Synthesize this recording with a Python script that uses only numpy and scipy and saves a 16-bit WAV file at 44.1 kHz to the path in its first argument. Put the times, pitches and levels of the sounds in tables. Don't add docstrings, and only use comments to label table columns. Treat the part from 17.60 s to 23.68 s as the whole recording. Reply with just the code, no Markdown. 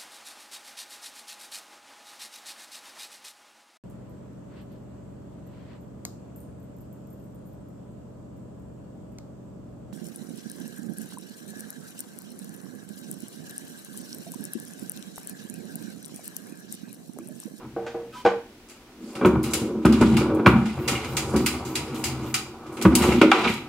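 import sys
import numpy as np
from scipy import signal
from scipy.fft import rfft, irfft
from scipy.io import wavfile
from scipy.ndimage import uniform_filter1d

SR = 44100
rng = np.random.default_rng(int(sys.argv[2]) if len(sys.argv) > 2 else 0)


def unload_audio(sound):
    columns = np.transpose(np.atleast_2d(sound))
    steps = np.round(np.clip(columns, -1, 1) * 32767)
    wavfile.write(sys.argv[1], SR, steps.astype(np.int16))


N = 268128
T = np.arange(N) / SR
FALL = np.log(1000)

# start in seconds, dry peak in dB, hardness in dB per octave,
# ring factor on every t60 (at least 0.1), boom below 200 Hz in dB.
KNOCKS = [(1.554, -26.5, 0, 2.1, 0), (1.611, -14, 2.5, 2.6, -20), (1.627, -13, 0, 1.8, -20),
          (1.649, -3.5, 3, 0.55, 6), (1.66, -6, -2, 1.15, 0), (1.731, -13.5, -9, 1.2, 4),
          (1.857, -25.5, -3, 1.1, -4), (2.016, -19.5, -9, 0.55, -2), (2.151, -21.5, -5, 0.94, 0),
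          (2.251, 0, 3, 0.43, 6.5), (2.262, -7.5, 4.5, 0.4, 9), (2.274, -7.5, -16.5, 1.96, -10),
          (2.411, -1.5, -0.5, 0.47, 6.5), (2.421, -7, 4, 0.56, 0), (2.433, -19, -30, 1.1, -14),
          (2.498, -13.5, -22, 0.57, -11), (2.552, -16, -18, 0.73, -13), (2.607, -12, 1.5, 1.2, -8),
          (2.702, -26, -11, 0.44, -36), (2.796, -12, -1, 0.34, -23), (2.8615, 0, 6.5, 0.61, 12.5),
          (2.937, -32, -16, 0.39, -14), (3.286, -24.5, 2, 2.5, -10), (3.32, -19, -18, 0.64, 4),
          (3.64, -37, -6, 0.42, 16), (3.757, -21, 5, 0.51, -2), (4.319, -29, -5, 1.9, -8),
          (4.644, -27, -1, 0.71, -5), (3.545, -32, -10, 0.65, 20), (3.737, -9, -2.5, 1.6, 1),
          (5.2515, -3, 3.5, 0.43, 12.5), (5.261, -4.5, -3, 0.29, 7), (5.308, -8.5, -20, 0.91, -23),
          (5.412, -14, -10, 0.97, 10), (5.488, -9, 0, 0.082, 11), (5.6145, 0, 3, 0.27, -31),
          (5.7155, -8, 11.5, 1.6, -22), (5.85, -13.5, 9, 0.51, -25), (5.897, -13.5, -8, 0.13, -10)]
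TRAY_KNOCKS = [(0.1635, -18.5, -0.5, 1.07, -9), (0.265, -25.5, 9, 0.58, -7), (0.344, -22.5, 0.5, 1.16, -10),
               (0.651, -5.5, 4, 0.44, -12), (0.661, -6, 4.5, 0.5, -13)]
# frequency in Hz, relative level in dB, t60 in seconds.
TABLE_MODES = [(70.9, -20.5, 0.72), (83, -2.5, 0.042), (133.1, -0.5, 0.081), (192.2, -5, 0.2),
               (223.8, -1, 0.18), (251.2, 0.5, 0.17), (287.6, -6.5, 0.24), (315.4, -2.5, 0.3),
               (358.4, 0, 0.26), (389.1, -5, 0.24), (438, 5, 0.037), (507.6, 0, 0.033), (553, -9.5, 0.11),
               (737, 0.5, 0.0083), (777, -19.5, 0.084), (929, -25, 0.19), (950, -15, 0.18),
               (1006, -7.5, 0.044), (1160, -6, 0.031), (1298.5, -15.5, 0.13), (1439, -17.5, 0.11),
               (1590, -21.5, 0.048), (2325, -18.5, 0.038), (2670, -32, 0.064), (3430, -26, 0.016),
               (3800, -42.5, 0.028)]
# frequency in Hz, relative level in dB, t60 in seconds.
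TRAY_MODES = [(196.7, -9, 0.96), (346, 2.5, 0.18), (410, -5.5, 0.019), (466.7, 0, 0.63), (638, -5, 0.16),
              (750, -6.5, 0.18), (782, -7, 0.16), (1190, -15, 0.057), (1502, -14.5, 0.091)]
TOUCH_S = [.262, .505]
TOUCH_T60_S = .05
SCATTER_DB = 2.2
PHASE_SPREAD = .22

# contact in seconds, dry peak in dB.
TICKS = [(2.571, -19), (3.255, -35), (3.332, -32), (3.353, -21), (3.361, -22), (3.379, -30), (5.445, -29),
         (5.524, -17)]
# frequency in Hz, relative level in dB, t60 in seconds.
FIGURE_MODES = [(2210, -5.5, 0.13), (2380, -8, .045), (2760, -2, 0.05)]

# time in seconds, level in dB,
# low boom relative to it in dB, dry whirr of the field board relative to it in dB,
# tilt of the body modes in dB per octave.
ROLL = [(0, -35.5, -13, -7, 1), (.13, -52.5, 1, -17, -10), (.9, -57.5, -7, -11, -3), (1.3, -64.5, -5, 4, 4),
        (1.42, -38, -29, -22.5, -9), (1.58, -43, -28, -4.5, 18), (1.76, -24.5, -4, -11.5, -16),
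        (1.82, -31.5, -9, -17, -6), (1.98, -29.5, -9, -11, 4), (2.08, -27, -24, -18, 2.5),
        (2.23, -33, -16, -15.5, 1), (2.33, -22, -12, -16, -7), (2.5, -19, -9.5, -23, -18),
        (2.6, -30.5, 4.5, -6, -4), (2.66, -26, -9, -9.5, 4), (2.74, -23, -7, -13.5, 11),
        (2.84, -24.5, -17, -14, 2.5), (2.97, -19, 3, -12.5, -10.5), (3.06, -27.5, -13, -18, -26),
        (3.18, -39, 2.5, -7.5, 8.5), (3.32, -29, -7, -8, 0), (3.45, -38, 3.5, -3.5, 9),
        (3.7, -32.5, 0, -7, 8), (3.8, -28, -3, -13.5, -13), (3.92, -34.5, -7, -7, -2),
        (4.3, -35.5, -1, -7.5, 4.5), (4.64, -35, -1.5, -8, -0.5), (4.87, -44.5, -8, -5.5, 5),
        (5.08, -42.5, -7, -4.5, 3), (5.22, -29, -16, -13, 3), (5.33, -24, -10, -14, -18),
        (5.45, -24, -6, -3, 11), (5.59, -15.5, -15.5, -22.5, -8), (5.622, -57, -54, -22, -6),
        (5.635, -13.5, -45, -34, 12), (5.66, -15, -34, -29, 1), (5.675, -20, -35, -26, -3),
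        (5.76, -28, -25, 0, 11), (5.87, -22, -14.5, -8.5, -1), (5.93, -35, -4, -13, -4.5),
        (6.08, -44.5, -4, -3.5, 4)]
FOCUS_DB = 6

# contact in seconds, dry peak in dB,
# brightness in dB per octave, t60 at 4 kHz in seconds.
CLACKS = [(1.087, -41, 6, 0.27), (1.098, -36, 2.5, 0.3), (1.554, -29.5, -2.5, 0.22),
          (1.658, -26.5, 8, 0.15), (1.831, -26.5, 33, 0.3), (1.84, -24, 2, 0.24), (1.936, -12.5, 5, 0.17),
          (2.2556, -20, 4.5, 0.1), (2.326, -21.5, -0.5, 0.16), (2.413, -19, -0.5, 0.14),
          (2.569, -17, -0.5, 0.25), (2.749, -35.5, 42, 0.12), (2.865, -26, 35, 0.23),
          (3.058, -28, -3, 0.21), (3.279, -14.5, 3, 0.35), (3.284, -12.5, 4.5, 0.096),
          (2.963, -24, -12, 0.21), (3.447, -23, -1.5, 0.2), (3.5694, -12.5, 3, 0.2),
          (3.7628, -20.5, 1.5, 0.22), (3.863, -9, 4, 0.17), (4.052, -30.5, 2.5, 0.47),
          (4.1554, -11.5, 2.5, 0.2), (4.347, -34.5, 16, 0.98), (4.441, -14.5, 3.5, 0.26),
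          (4.7433, -10.5, 4, 0.16), (5.0657, -39.5, -3.5, 0.34), (5.126, -42.5, 15, 1),
          (5.171, -28.5, -3, 0.18), (5.215, -21, 0.5, .1), (5.225, -15, 5.5, 0.085), (5.3535, -3, 7.5, 0.1),
          (5.3876, -26, 14, 0.37), (5.4231, -16.5, -1, 0.42), (5.524, -18, -5.5, 0.15),
          (5.6159, -6, -4.5, 0.11), (5.717, -3, -8, 0.033), (5.888, -22.5, -1, 0.42),
          (5.94, -30.5, 5.5, 0.098)]
# frequency in Hz, width in Hz, level in dB.
ROD = [(806, 98, 9), (1310, 202, 13), (2314, 810, 11), (2843, 170, 6), (3100, 1840, 2.5), (3970, 130, 4.5),
       (4800, 650, 3), (6000, 5400, -7.5), (6960, 2000, 0.5), (9130, 3400, -4), (10900, 9600, -13.5)]
# middle in seconds, length in seconds,
# scrape level in dB, hiss relative to the scrape in dB.
STROKES = [(1.524, 0.26, -60, 6.5), (1.96, 0.29, -44.5, -3), (2.445, 0.45, -39, -10),
           (3.164, 0.79, -49.5, -6.5), (3.447, 0.27, -48.5, -20), (3.71, 0.74, -56, 7),
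           (3.928, 0.17, -42.5, -9), (4.32, 0.44, -48.5, -7), (4.647, 0.2, -48.5, -4),
           (5.467, 0.34, -32, -12.5), (5.823, 0.35, -30.5, -18)]
REST_DB = -78
SWISH_S = [3.235, 3.52, 3.82, 4.105, 4.39, 4.695]
SWISH_HZ, SWISH_DB, SWISH_LEN_S = 13700, -53, .13

# frequency in Hz, tone peak in dB,
# middle in seconds, length in seconds.
SQUEAK = [(2560, -54, 0.54, 0.05), (1535, -51.5, 0.55, .07), (1280, -46, .55, 0.05),
          (990, -42, .585, 0.091), (3080, -53, 0.586, 0.12), (1950, -64, 0.43, 0.063)]
SQUEAK_HISS_START_S, SQUEAK_HISS_LEN_S = 0.523, 0.11
# start in seconds, tone level in dB, t60 in seconds.
RING = [(5.453, -50, 0.77), (5.89, -50, 0.34)]
RING_HZ = 13410

# frequency in Hz, t60 in seconds, echo level in dB.
ROOM = [(165, 0.54, -7.5), (460, 0.28, -4.5), (1460, 0.42, -6.5), (4350, 0.45, -10), (8900, 0.33, -9)]
# frequency in Hz, relative density in dB.
AIR = [(18, -30), (30, 3.5), (133, -12.5), (256, 4), (622, -10.5), (996, -18), (2020, -16), (6210, -23.5),
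       (6720, -25.5), (15500, -30.5)]
AIR_DB = -51
TOP_HZ = 15750


def knocks(events, modes, contact_s, rustle_db, rustle_t60, scatter_db, touches=()):
    out, t = np.zeros(N), T[:SR // 3]
    hz, db, t60 = np.transpose(modes)[:, :, None]
    for s, peak_db, hard, ring, boom_db in events:
        ring = max(ring, .1)
        level_luck, pitch_luck, phase_luck = rng.standard_normal((3, len(modes), 1))
        hardness_db = hard * np.log2(np.maximum(hz, 220) / 300)
        gain = undb(db + hardness_db + boom_db * (hz < 200) + scatter_db * level_luck)
        phase = 2 * np.pi * hz * (1 + 0.0052 * pitch_luck) * t + PHASE_SPREAD * np.pi * phase_luck
        ringing = gain * np.exp(-FALL * t / (t60 * ring)) * np.sin(phase)
        body = ringing.sum(axis=0) * (1 - np.exp(-(t / contact_s) ** 2))
        body += rustle(t, hz[:, 0], db[:, 0], hard, rustle_db, rustle_t60 * ring)
        for touch_s in touches:
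            if touch_s > s:
                body = body * np.exp(-FALL * np.maximum(s + t - touch_s, 0) / TOUCH_T60_S)
        add(out, s - .001, undb(peak_db) * body / np.abs(body).max())
    return out


def rustle(t, mode_hz, mode_db, hard, rustle_db, t60):
    out = np.zeros(len(t))
    for f in 400 * 2 ** np.arange(0, 4.1, .5):
        octaves_above = max(np.log2(f / mode_hz[-1]), 0)
        panel_db = np.interp(np.log(f), np.log(mode_hz), mode_db)
        weight_db = rustle_db + panel_db + hard * np.log2(f / 300) - 13.6 * octaves_above
        noise = rng.standard_normal(len(t))
        noise = level(band(band(noise, f, f / 2.6), f, f / 2.6))
        out += undb(weight_db) * noise * np.exp(-FALL * t * (f / 1000) ** 0.023 / t60)
    return out


def ticks():
    out, t = np.zeros(N), T[:SR // 8]
    hz, db, t60 = np.transpose(FIGURE_MODES)[:, :, None]
    for s, peak_db in TICKS:
        level_luck, pitch_luck = rng.standard_normal((2, len(FIGURE_MODES), 1))
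        fade = undb(db + 3 * level_luck) * np.exp(-FALL * t / t60)
        sound = (fade * np.sin(2 * np.pi * hz * (1 + .015 * pitch_luck) * t)).sum(axis=0)
        add(out, s - .001, undb(peak_db) * sound / np.abs(sound).max())
    return out


def rumble():
    bumps = grit(500, 2.5)
    roll_db, boom_db, whirr_db, tilt = curve(ROLL)
    body, boom, whirr = 0, 0, 0
    for hz, db, t60 in TABLE_MODES:
        drive = band(bumps + 0.74 * rng.standard_normal(N), hz, hz / 6)
        mode = undb(db) * np.sqrt(t60) * level(band(drive, hz, 1.3 * FALL / np.pi / t60))
        octaves = np.log2(hz / 280)
        if hz < 150:
            boom = boom + mode
        elif hz < 650:
            body = body + mode * undb(tilt * octaves - FOCUS_DB * octaves ** 2)
        else:
            whirr = whirr + mode
    return undb(roll_db) * (level(body) + undb(boom_db) * level(boom) + undb(whirr_db) * level(whirr))


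def clacks():
    out, t = np.zeros((2, N)), T[:SR // 3]
    for s, peak_db, bright, t60 in CLACKS:
        sound = 0
        for hz, resonance in rod_bands(unsteady(len(t), hold=60, spread_db=0.5)):
            gain = undb(bright * np.log2(hz / 4000) + SCATTER_DB * rng.standard_normal())
            fade = np.exp(-FALL * t * (hz / 4000) ** 0.39 / max(t60, .02))
            sound = sound + gain * resonance * fade
        sound = sound * (1 - np.exp(-t / .0008))
        sound = sound * (1 + 0.37 * np.exp(-t / 0.0034))
        add(out, s - .002, undb(peak_db) * sound / np.abs(sound).max())
    return out


def slide():
    scrape, hiss = 0, 0
    for hz, resonance in rod_bands(unsteady(N, hold=90, spread_db=2.0)):
        part = resonance * uniform_filter1d(unsteady(N, hold=700, spread_db=4.0), size=400)
        if hz < 4500:
            scrape = scrape + part
        else:
            hiss = hiss + part
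    scrape, hiss = level(scrape), level(hiss)
    out = undb(REST_DB) * (scrape + undb(-7) * hiss)
    for s, length, db, hiss_db in STROKES:
        out = out + undb(db) * swell(s, length) * (scrape + undb(hiss_db) * hiss)
    return out


def rod_bands(chatter):
    out = []
    for hz, width, db in ROD:
        mid, side = rng.standard_normal((2, len(chatter))) * chatter
        ears = mid + min(hz / 5000, .9) * np.outer([1, -1], side)
        out.append((hz, undb(db) * band(band(ears, hz, 1.41 * width), hz, 1.41 * width)))
    return out


def swish():
    noise = level(band(rng.standard_normal((2, N)), SWISH_HZ, SWISH_HZ / 6), SWISH_DB)
    return noise * sum(swell(s, SWISH_LEN_S) for s in SWISH_S)


def squeak():
    hiss = level(band(rng.standard_normal(N), 2800, 3300), -50)
    middle_s = SQUEAK_HISS_START_S + SQUEAK_HISS_LEN_S / 2
    out = hiss * np.sqrt(np.abs(swell(middle_s, SQUEAK_HISS_LEN_S)))
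    for hz, db, s, length in SQUEAK:
        roughness = level(band(rng.standard_normal(N), hz, 60), -7)
        out = out + undb(db) * (np.sin(2 * np.pi * hz * T) + roughness) * swell(s, length)
    return out


def high_ring():
    waver = level(band(rng.standard_normal(N), RING_HZ, 150), -8)
    ring = np.sqrt(2) * np.sin(2 * np.pi * RING_HZ * T) + waver
    return ring * sum(undb(db) * (T > s) * np.exp(-FALL * np.abs(T - s) / t60) for s, db, t60 in RING)


def room(x):
    t = T[:SR // 2]
    f = np.fft.rfftfreq(len(t), 1 / SR)
    mid, side, near = rfft(rng.standard_normal((3, len(t))))
    side = side * np.clip(f / 2600, .06, 1.3)
    near = irfft(near * np.clip(f / 2500, 0, 1.1), len(t)) * np.exp(-t / 0.0039)
    echo = np.outer([1, -1], near) * undb(-28.5)
    centres = np.log([row[0] for row in ROOM])
    for k, (hz, t60, db) in enumerate(ROOM):
        share = np.interp(np.log(f + 1), centres, np.arange(len(ROOM)) == k)
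        shape = np.exp(-FALL * t / t60) * (1 - np.exp(-t / 0.00047))
        noise = irfft(share * np.array([mid + side, mid - side]), len(t))
        echo = echo + undb(db) * noise * shape / np.sqrt(np.sum(shape ** 2))
    return x + signal.fftconvolve(x, echo, axes=1)[:, :N]


def air():
    f = np.maximum(np.fft.rfftfreq(N, 1 / SR), 1)
    hz, db = np.transpose(AIR)
    shape = undb(np.interp(np.log(f), np.log(hz), db))
    mid, side = rfft(rng.standard_normal((2, N)))
    side = side * np.clip(f / 2500, .1, 1)
    return level(irfft(shape * np.array([mid + side, mid - side]), N), AIR_DB)


def undb(db):
    return 10 ** (np.asarray(db) / 20)


def level(x, db=0):
    return x * undb(db) / np.sqrt(np.mean(x ** 2))


def curve(table):
    s, *columns = np.transpose(table)
    return [np.interp(T, s, c) for c in columns]


def band(x, hz, width):
    return signal.lfilter(*signal.iirpeak(min(hz, .45 * SR), hz / width, fs=SR), x)


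def add(out, s, sound):
    i = int(s * SR)
    out[..., i:i + sound.shape[-1]] += sound[..., :N - i]


def grit(rate, spread_db):
    hit = rng.random(N) < rate / SR
    return level(hit * rng.standard_normal(N) * undb(spread_db * rng.exponential(size=N)))


def unsteady(length, hold, spread_db):
    steps_db = spread_db * rng.standard_normal(length // hold + 1)
    return undb(steps_db.repeat(hold)[:length])


def swell(middle_s, length_s):
    return np.cos(np.pi * np.clip((T - middle_s) / length_s, -.5, .5))


def scene():
    tray = knocks(TRAY_KNOCKS, TRAY_MODES, contact_s=0.0016, rustle_db=-10.0, rustle_t60=0.45,
                  scatter_db=1.2, touches=TOUCH_S)
    field = knocks(KNOCKS, TABLE_MODES, contact_s=0.003, rustle_db=-11.0, rustle_t60=0.22,
                   scatter_db=SCATTER_DB)
    ball = tray + field + ticks() + rumble()
    rods = clacks() + slide() + swish()
    played = room(ball + rods + squeak() + high_ring())
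    no_deeper = signal.butter(7, 58, "high", fs=SR, output="sos")
    return signal.sosfilt(no_deeper, played) + air()


def record(dry):
    bass = signal.sosfilt(signal.butter(1, 110, fs=SR, output="sos"), dry)
    heard = np.clip(dry + np.array([[.12], [-.12]]) * bass, -1, 1)
    return signal.sosfilt(signal.ellip(10, .2, 70, TOP_HZ, fs=SR, output="sos"), heard)


dry = scene()
out = record(dry)
unload_audio(out)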